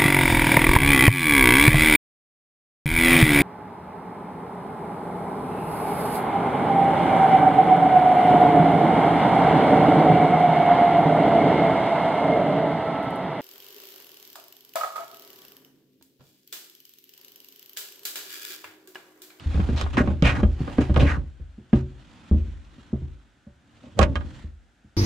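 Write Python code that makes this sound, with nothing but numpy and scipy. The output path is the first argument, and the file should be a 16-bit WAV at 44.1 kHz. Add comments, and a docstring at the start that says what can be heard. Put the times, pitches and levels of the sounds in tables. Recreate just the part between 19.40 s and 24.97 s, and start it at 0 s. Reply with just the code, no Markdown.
"""A deer carcass is hauled onto an open pickup bed at night, heard from close by in stereo.
The body and boots thump on the ribbed bed as ringing modes; hoof and heel clack as short cracks.
Then a leg is let go: the hoof bangs on the bed, skids and bounces.
Soles, hoof and hide scrape as shaped noise, clothes rustle, and the truck rocks and murmurs.
The side walls answer briefly, and a quiet night lies behind it all."""
import sys
import numpy as np
from scipy import signal
from scipy.fft import rfft, irfft, next_fast_len
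from scipy.io import wavfile
from scipy.ndimage import uniform_filter1d, map_coordinates

SR = 44100
rng = np.random.default_rng(int(sys.argv[2]) if len(sys.argv) > 2 else 0)


def store_wav(level_fs):
    """Save 16-bit WAV to argv[1]."""
    pcm = np.round(np.clip(np.atleast_2d(level_fs), -1, 1) * 32767)
    wavfile.write(sys.argv[1], SR, pcm.T.astype(np.int16))


N = 245504


def amp(db):
    """Decibels to gain."""
    return 10 ** (np.asarray(db) / 20)


def unit(x):
    """Scale to rms 1."""
    return x / np.sqrt(np.mean(x ** 2) + 1e-20)


def early_unit(x):
    """Scale so that the first 25 ms have rms 1."""
    return x / np.sqrt(np.mean(x[..., :SR // 40] ** 2) + 1e-20)


def along(points, hz):
    """Read (Hz, value) points on a log frequency axis."""
    f, value = np.transpose(points)
    return np.interp(np.log(hz + 1), np.log(f + 1), value)


def shaped(points):
    """Gain by frequency from (Hz, dB) points."""
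    return lambda hz: amp(along(points, hz))


def wobble(rate, size=N):
    """A smooth random curve, rate knots a second."""
    knots = rng.standard_normal(N // 8)
    return map_coordinates(knots, [np.arange(size) * rate / SR], mode="wrap")


def filtered(x, response):
    """Multiply the spectrum of x by a response of frequency."""
    m = next_fast_len(x.shape[-1] + 8192)  # padding keeps the tail from wrapping round
    return irfft(rfft(x, m) * response(np.fft.rfftfreq(m, 1 / SR)), m)[..., :x.shape[-1]]


# how alike the two microphones hear a noise: pitch_hz, likeness (1 = mono)
STEREO_LIKENESS = [(100, 0.72), (350, 0.97), (600, 0.71), (1100, 0.18), (2200, 0.78), (6000, 0.41),
                   (12000, 0.21)]


def noise(colour, size=N, likeness=1):
    """Stereo noise of rms 1 with the given gain by frequency; each band has its own width."""
    def mid_side(hz):
        turn = np.arccos(np.clip(likeness * along(STEREO_LIKENESS, hz), 0, 1)) / 2
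        return colour(hz) * np.array([np.cos(turn), np.sin(turn)])

    mid, side = filtered(rng.standard_normal((2, size)), mid_side)
    return unit(np.array([mid + side, mid - side]))


def pan(db):
    """Left and right gains for a level difference; positive is louder on the left."""
    return amp([[db / 2], [-db / 2]])


def add(track, s, sound):
    """Mix a sound into the track at time s."""
    part = track[:, max(round(s * SR), 0):][:, :sound.shape[-1]]
    part += sound[..., :part.shape[1]]


def patchy(x, depth_db):
    """Shifting folds and contact points colour a rustle differently from moment to moment."""
    z = signal.stft(x, nperseg=1024)[2]
    field = uniform_filter1d(rng.standard_normal(z.shape[1:]), size=7, axis=0)
    field = uniform_filter1d(field, size=12, axis=1)
    return signal.istft(z * amp(depth_db * unit(field)))[1][:, :N]


# colour of the night around the truck: pitch_hz, level_db (relative)
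NIGHT_COLOUR = [(15, -33), (25, -14.5), (69, -8.5), (250, -6), (450, -18), (729, -14.5), (811, -15),
                (1060, -22), (1500, -12), (2070, -21), (3440, -22.5), (4620, -29), (7280, -29.5),
                (15000, -51.5)]


def night():
    """The quiet night is a faint, steady stereo noise."""
    return amp(-64.5) * noise(shaped(NIGHT_COLOUR))


def walls(x, t60=0.13, delay=0.0017):
    """The side walls of the bed scatter a short answer, a decaying noise tail."""
    t = np.arange(SR // 3) / SR
    colour = shaped([(100, -30.5), (400, 7), (1500, 7), (4000, -13.5), (10000, -5)])
    tail = noise(colour, size=len(t)) * amp(-60 * t / t60) * (t > delay)
    return signal.fftconvolve(x, tail / np.linalg.norm(tail[0]), axes=1)[:, :N]


# movements of the person on the bed: start_s, fastest_s, end_s, level_db (relative motion)
PERSON_MOVES = [(-.3, .3, 0.67, -55), (0.945, 1.35, 1.69, -59), (2.358, 2.88, 3.39, -64.5),
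                (3.263, 3.354, 3.75, -67), (4.281, 4.46, 4.7, -67), (4.68, 5.0, 5.06, -60.5)]


def movement(edge_db=-9):
    """Gain of the person's motion: each move swells to its fastest moment and ebbs."""
    t = np.arange(N) / SR
    power = 0
    for start, top, end, db in PERSON_MOVES:
        before = (top - t) / max(top - start, .01)
        after_top = (t - top) / max(end - top, .01)
        away = np.maximum(before, after_top)  # 0 when fastest, 1 at the start and end
        power = power + amp(db + edge_db * away ** 1.32) ** 2
    return np.sqrt(power)


# colour of the rubbing cloth: pitch_hz, level_db (relative)
CLOTH_COLOUR = [(350, -26), (600, -4.5), (694, -5), (1040, -2.5), (1140, -5), (1340, -2.5), (1470, -4),
                (1990, -5.5), (2240, -8), (3080, -7.5), (3330, -7), (5070, -16.5), (7440, -19.5),
                (12300, -38.5), (14000, -65)]


def clothes(motion):
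    """Jeans and jacket rub in small, uneven rustles that follow the motion."""
    folds = patchy(noise(shaped(CLOTH_COLOUR)), depth_db=1.4)
    rustle = unit(folds * amp(1.6 * wobble(120)))
    return amp(8) * motion * pan(-1.8) * rustle


# modes of the bed floor: pitch_hz, level_db (relative), t60_s
BED_MODES = [(39, -12.5, 0.13), (67.44, -11.5, .55), (76.4, 9, 0.26), (114.6, 7.5, 0.27), (132, 6.5, 0.43),
             (176, 0.5, 0.13), (203, -2.5, 0.053), (225, -1, 0.36), (250, -0.5, 0.11), (297.5, 3, 0.15),
             (329.4, -2, 0.29), (370.2, -3, 0.38), (458, -6, 0.04), (529.3, 1, 0.09), (576.7, -9, 0.23),
             (614, -7.5, 0.16), (649, -10, 0.17), (783, -7.5, 0.08), (886, -15.5, 0.29), (1075, -5, 0.077),
             (1124, -9.5, 0.16)]


def bed_colour(hz, damping=4):
    """The bed's modes, broadened by the weight that lies on them."""
    return np.sqrt(sum(amp(db) ** 2 / (1 + ((hz - f) * t60 / damping) ** 4) for f, db, t60 in BED_MODES))


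def after(times, levels_db, fall_db_per_s, rise=0.012):
    """Gain of a motion that each blow starts and that then dies at a steady rate."""
    power, t = np.zeros((1, N)), np.arange(SR) / SR
    tail = (amp(-fall_db_per_s * t) * (1 - np.exp(-t / rise))) ** 2
    for s, db in zip(times, levels_db):
        add(power, s, amp(db) ** 2 * tail)
    return np.sqrt(power[0])


def sway(motion, rock_db=-10.5, rock_fall_db_per_s=86.5, murmur_db=-19.5, murmur_fall_db_per_s=110.5,
         lean_db=-6, shift_db=13):
    """Every blow leaves the truck rocking on its springs and the panels murmuring; shifting weight stirs both."""
    s, boom_db, panel_db, _, knock_db, _ = np.transpose(BLOWS)
    rocking = noise(shaped([(12, -31.5), (25, -15.0), (36, 0), (52, 25.5), (70, -12), (110, -37.5), (400, -100)]))
    panels = shaped([(50, -6), (125, -3), (250, 0), (600, -14), (1300, -22)])
    murmur = noise(lambda hz: bed_colour(hz) * panels(hz))
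    rocked = after(s, boom_db + rock_db, rock_fall_db_per_s)
    blow_db = (panel_db + np.maximum(boom_db, knock_db)) / 2
    stirred = after(s, blow_db + murmur_db, murmur_fall_db_per_s)
    rock_gain = np.hypot(rocked, amp(lean_db) * motion)
    murmur_gain = np.hypot(stirred, amp(shift_db) * motion)
    return rock_gain * rocking + murmur_gain * murmur


# resonances of the ribbed liner: pitch_hz, width_hz, level_db (relative)
LINER_RIBS = [(1188, 11, -7), (1224, 30, 2), (1454, 25, -4), (1639, 18, 0), (1830, 34, -26.5),
              (1886, 81, -7.5), (2180, 8.3, -4.5), (2435, 11, -7), (2550, 210, -9.5), (2814, 60, -2.5),
              (3046, 43, -11.5), (3176, 26, -2.5), (3540, 31, -5.5), (4000, 180, -7.5)]


def liner(hz, lift=0.31):
    """The ribbed surface favours its own resonances."""
    peaks = sum(amp(db / 2) / (1 + (2 * (hz - f) / width) ** 2) for f, width, db in LINER_RIBS)
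    return 1 + lift * peaks


def grit(rate=130, spread_db=3, t60=0.056):
    """Specks of dirt catch under the body and let go, giving its hiss a spiky gain of rms 1."""
    strength = amp(spread_db * np.minimum(rng.exponential(size=N), 3))
    catches = (rng.random(N) < rate / SR) * strength
    return unit(signal.fftconvolve(catches, amp(-60 * np.arange(SR // 20) / SR / t60))[:N])


# colour of the sliding coat: pitch_hz, level_db (relative)
HIDE_COLOUR = [(240, -23), (400, -0.5), (445, -39), (745, -4), (1040, -13.5), (3190, -25), (8690, -41),
               (12500, -48.5), (15000, -70.5)]
# slides of the body, six pulls and then the leg sinking down:
# start_s, end_s, shudder_db (relative), hide_db (relative)
BODY_SLIDES = [(0.116, 0.456, -33, -48), (0.565, 0.723, -20, -50), (0.843, 1.01, -18.5, -43),
               (1.193, 1.514, -33.5, -48), (1.573, 1.632, -12.5, -36), (1.663, 1.75, -22.5, -49.5),
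               (4.592, 4.71, -20, -68), (4.757, 4.89, -31.5, -72.5)]


def drag(lumps_db=2, lumps=14, rise_db_per_s=499, fall_db_per_s=200.5):
    """The sliding body makes the bed shudder while its coat hisses over the liner."""
    t = np.arange(N) / SR
    start, end, shudder_db, hide_db = np.transpose(BODY_SLIDES)[:, :, None]
    # getting under way, then coming to rest
    speed_db = -rise_db_per_s * np.maximum(start - t, 0) - fall_db_per_s * np.maximum(t - end, 0)
    low = shaped([(50, -12), (125, 0), (300, -4), (600, -15), (1300, -24)])
    shudder = noise(lambda hz: bed_colour(hz) * low(hz))
    shudder = unit(shudder * amp(lumps_db * wobble(lumps)))
    coat = patchy(noise(lambda hz: shaped(HIDE_COLOUR)(hz) * liner(hz)), depth_db=2.5)
    hide = unit(coat * (amp(2.9 * wobble(250)) + amp(-2.0) * grit()))
    shudder_gain = amp((speed_db + shudder_db).max(axis=0) - 7.5)
    hide_gain = amp((speed_db + hide_db).max(axis=0) + 2.5)
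    return shudder_gain * shudder + hide_gain * pan(-2.7) * hide


# colour of rubbing sole and hoof: pitch_hz, level_db (relative)
FRICTION_COLOUR = [(260, -23.5), (500, -1), (1100, -5), (1800, -10), (2800, -15), (4500, -21),
                   (6300, -22.5), (8200, -28.5), (10000, -36.5), (13000, -51.5), (16000, -75.5)]
# sliding strokes of sole and hoof: start_s, length_s, level_db (relative), start_pitch_hz, end_pitch_hz,
# focus_db (lift of the rasp at its centre), side_db (positive is left)
STROKES = [(0.36, 0.077, -31.5, 4240, 3930, 11, 0), (0.527, .033, -35.5, 3070, 3000, 6, -1),
           (.568, 0.046, -20.5, 1710, 1570, 10, -3), (0.834, 0.088, -19, 2700, 2120, 11.5, -2),
           (0.936, 0.073, -31, 1800, 1220, 8.5, -1.5), (1.401, 0.045, -31.5, 2200, 2400, 2, -3),
           (1.593, .052, -26, 3150, 2880, 9.5, -1), (1.647, 0.12, -27, 2480, 1200, 13, -2),
           (2.337, 0.076, -41.5, 1300, 2580, -1.5, -4.5), (4.569, .06, -34, 529, 594, 16, -3),
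           (4.606, 0.034, -20, 1550, 2330, 8, -5.5)]


def scrapes(octaves=0.47, grit_db=-0.5, slips=600, judder_db=2, judders=110, start_db=-11, end_db=-10,
            press_share=0.28, release=0.011):
    """Sole and hoof slip in tiny jerks over the ribs; the centre of the rasp glides along the stroke."""
    out, t = np.zeros((2, N)), np.arange(SR // 4) / SR
    colour = lambda hz: shaped(FRICTION_COLOUR)(hz) * liner(hz, lift=1.1)
    for s, length, db, start_hz, end_hz, focus_db, side_db in STROKES:
        rasp = noise(colour, size=len(t), likeness=amp(-abs(side_db) / 2))
        hz, when, z = signal.stft(rasp, SR, nperseg=256)
        centre = np.interp(when, [0, length], [start_hz, end_hz])
        distance = np.log2((hz[:, None] + 1) / centre) / octaves
        focus = amp(focus_db * np.exp(-.5 * distance ** 2))
        rasp = signal.istft(z * focus)[1][:, :len(t)]
        rasp *= amp(grit_db * wobble(slips, size=len(t)) + judder_db * wobble(judders, size=len(t)))
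        rasp /= np.std(rasp[:, t < max(length, .01)])
        # pressure peaks early in the stroke
        pressure = amp(np.interp(t, [0, press_share * length, length], [start_db, 0, end_db]))
        contact = (1 - np.exp(-t / .002)) * np.exp(-np.maximum(t - length, 0) / release)
        add(out, s, amp(db - 0.5) * pan(side_db) * rasp * pressure * contact)
    return out


# colour of a hard contact: pitch_hz, level_db (relative)
HOOF_COLOUR = [(300, -22.5), (600, -1.5), (1100, -1.5), (1600, -13.5), (3200, -14.5), (4500, -17.5),
               (8200, -19.5), (10500, -41), (15000, -53)]
# hard contacts of hoof and heel: start_s, level_db (relative), brightness_hz, side_db (positive is left)
HARD_CONTACTS = [(.143, -21.5, 4050, 3), (0.201, -15, 2820, 1), (0.287, -21.5, 3000, 5),
                 (0.413, -9, 9200, -5), (0.464, -15, 1500, 4), (0.571, -4.5, 2965, -2),
                 (.675, -15, 2600, -2), (0.824, -6.5, 7160, -4), (1.032, -11.5, 2420, 1),
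                 (1.277, -14.5, 1600, 0), (1.383, -10.5, 2050, -3), (1.496, -18.5, 1780, -6),
                 (1.543, -18.5, 5860, -4), (1.562, -3.5, 2850, -5), (2.33, -13, 3020, -5),
                 (4.591, -1.5, 14000, -15.5), (4.629, -2, 7300, -6.5), (4.756, -5, 3470, -5),
                 (4.808, -19, 1780, -6.5)]


def clacks(crack_t60=0.0036, crack_db=-8, scatter_db=-22, ribs_db=-19, ring_t60=0.097, ring_half_hz=9000):
    """A hard contact cracks sharply, then the ribs ring; a softer one is duller and rings longer."""
    out, t = np.zeros((2, N)), np.arange(SR // 4) / SR
    hz, _, level = np.transpose(LINER_RIBS)
    for s, db, bright_hz, side_db in HARD_CONTACTS:
        t60 = ring_t60 / (1 + bright_hz / ring_half_hz)
        crack = noise(shaped(HOOF_COLOUR), size=len(t), likeness=0.47) * amp(crack_db - 60 * t / crack_t60)
        scatter = noise(shaped(HOOF_COLOUR), size=len(t))
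        # every rib mode reaches the two microphones with its own phase
        phase = rng.uniform(0, 2 * np.pi, (len(hz), 1)) + 1.68 * rng.standard_normal((2, len(hz), 1))
        gain = amp(level + 2 * rng.standard_normal(len(hz)))
        ribs = unit(gain @ np.sin(2 * np.pi * hz[:, None] * t + phase))
        fade = amp(-60 * t / t60) * (1 - np.exp(-t / 0.00094))
        ring = (amp(scatter_db) * scatter + amp(ribs_db) * ribs) * fade
        softness = signal.butter(2, min(bright_hz, SR / 3), fs=SR)  # low-pass
        add(out, s, amp(db) * pan(side_db) * signal.lfilter(*softness, crack + ring))
    return out


# soft, heavy blows on the bed: start_s, boom_db, panel_db, pitch_hz (of the panel), knock_db (all relative),
# follow_db (the arriving weight, relative to the first touch)
BLOWS = [(0.06, -16.5, -29, 130, -67, -24), (0.146, -14, -24.5, 159, -36.5, -0.5),
         (.195, -15, -21, 188.4, -43, -14), (.29, -20, -20, 228, -42, -11),
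         (.331, -18, -21.5, 129.2, -47, -14), (.428, -15.5, -31.5, 134, -58, -19),
         (.574, -21, -16, 241, -20.5, 0.5), (0.674, -15.5, -19.5, 214, -27, -4.5),
         (.824, -13, -12, 159.7, -18.5, -7.5), (1.031, -10.5, -12.5, 205, -24.5, -16),
         (1.205, -24, -21, 150, -53.5, -9.5), (1.276, -42, -31.5, 277, -29.5, -17),
         (1.385, -18.5, -11.5, 259, -32, -10.5), (1.496, -12.5, -17, 191, -31, -17),
         (1.563, -11.5, -18, 142, -14.5, -7), (1.623, -10, -20, 248, -23, -5.5),
         (1.772, -22.5, -25.5, 158.5, -45, -18), (1.999, -31.5, -41, 143, -57, -10.5),
         (2.181, -48.5, -38.5, 210, -72, -16), (2.331, -16, -9, 223.5, -24, -16.5),
         (2.913, -10, -16, 194, -33.5, -5), (3.077, -26.5, -44, 200, -80, -12),
         (3.382, -48, -45, 228, -61, -15), (3.53, -24.5, -20.5, 220.4, -42, -25),
         (3.62, -29, -31.5, 157, -62, -11), (4.068, -45, -41.5, 211, -50, -22.5),
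         (4.438, -51, -45, 251, -44.5, 1), (4.591, -10, -15, 196, -7.5, -5.5),
         (4.759, -20.5, -34.5, 232, -30.5, -17), (5.04, -29, -40, 200, -51, -16.5),
         (5.445, -52, -49, 200, -77, -14.5)]


def thumps(split_hz=95, knock_hz=420, octaves=1.0, push=0.0087, tap=0.00064, dent=0.0014, dulling=0.31,
           overtone=1.62, overtone_db=-9, overtone_growth=0.28, patch_t60=0.077, spread_db=-6,
           fuzz_db=-14, fuzz_t60=0.13, follow_s=0.029, rebound_s=0.091, rebound_db=-16.5):
    """Each blow booms the floor, rings the panel and knocks the high modes; weight follows, the floor rebounds."""
    out, t = np.zeros((2, N)), np.arange(SR // 2) / SR
    hz, level, t60 = np.transpose(BED_MODES)
    boom, knock = hz < split_hz, hz > knock_hz
    middle = ~boom & ~knock
    # the heavy floor gets moving more slowly than its panels
    rise_s = np.where(boom, push, tap)[:, None]
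    fade = amp(-60 * t / t60[:, None]) * (1 - np.exp(-t / rise_s))
    rings = fade * np.sin(2 * np.pi * hz[:, None] * t)
    left_rings = fade * np.sin(2 * np.pi * hz[:, None] * t - .55)  # the left microphone lags in phase
    fuzz_fade = amp(-60 * t / fuzz_t60) * (1 - np.exp(-t / tap))
    for s, boom_db, panel_db, pitch_hz, knock_db, follow_db in BLOWS:
        spot = lambda f: np.exp(-.5 * (np.log2((f + 1) / pitch_hz) / octaves) ** 2)
        # a heavier blow brings out the overtone of the loaded patch
        upper = amp(overtone_db + overtone_growth * (panel_db + 13.5))
        plate = np.sin(2 * np.pi * pitch_hz * t) + upper * np.sin(2 * np.pi * overtone * pitch_hz * t)
        patch = early_unit(plate * amp(-60 * t / patch_t60) * (1 - np.exp(-t / dent)))
        for delay, force in (0, 1), (follow_s, amp(follow_db)):
            # each touch moves the modes with its own strengths, and signs above the boom
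            sign = np.where(boom, 1, rng.choice([-1, 1], len(hz)))
            gain = amp(level + 3.0 * rng.standard_normal(len(hz))) * sign
            spread = early_unit((gain * spot(hz) * middle) @ rings)
            fuzz = early_unit(noise(spot, size=len(t)) * fuzz_fade)
            panel = patch + amp(spread_db) * spread + amp(fuzz_db) * fuzz
            # the softer the contact, the faster its knock falls off with each octave
            slope_db = dulling * min(knock_db - panel_db, 0) - 4.5
            high = gain * knock * amp(slope_db * np.log2(np.maximum(hz / knock_hz, 1)))
            rap = pan(-5) * early_unit(np.array([high @ left_rings, high @ rings]))
            floor = amp(boom_db - 5.0) * early_unit((gain * boom) @ rings)
            blow = floor + amp(panel_db - 4) * panel + amp(knock_db - 10.5) * rap
            add(out, s + delay, force * blow)
        add(out, s + rebound_s, amp(rebound_db) * floor)
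    return out


def scene():
    """Everything happens on the open bed, over a quiet night."""
    motion = movement()
    contacts = thumps() + clacks() + scrapes()
    background = night() + amp(-17.0) * walls(contacts)
    return background + clothes(motion) + sway(motion) + drag() + contacts


def record(dry, top_hz=15500):
    """The recorder rounds off the highest peaks and cuts steeply above its band limit."""
    held = dry / (1 + np.abs(dry) ** 6) ** (1 / 6)
    return filtered(held, lambda hz: 1 / np.sqrt(1 + (hz / top_hz) ** 80))


dry = scene()
out = record(dry)
store_wav(out)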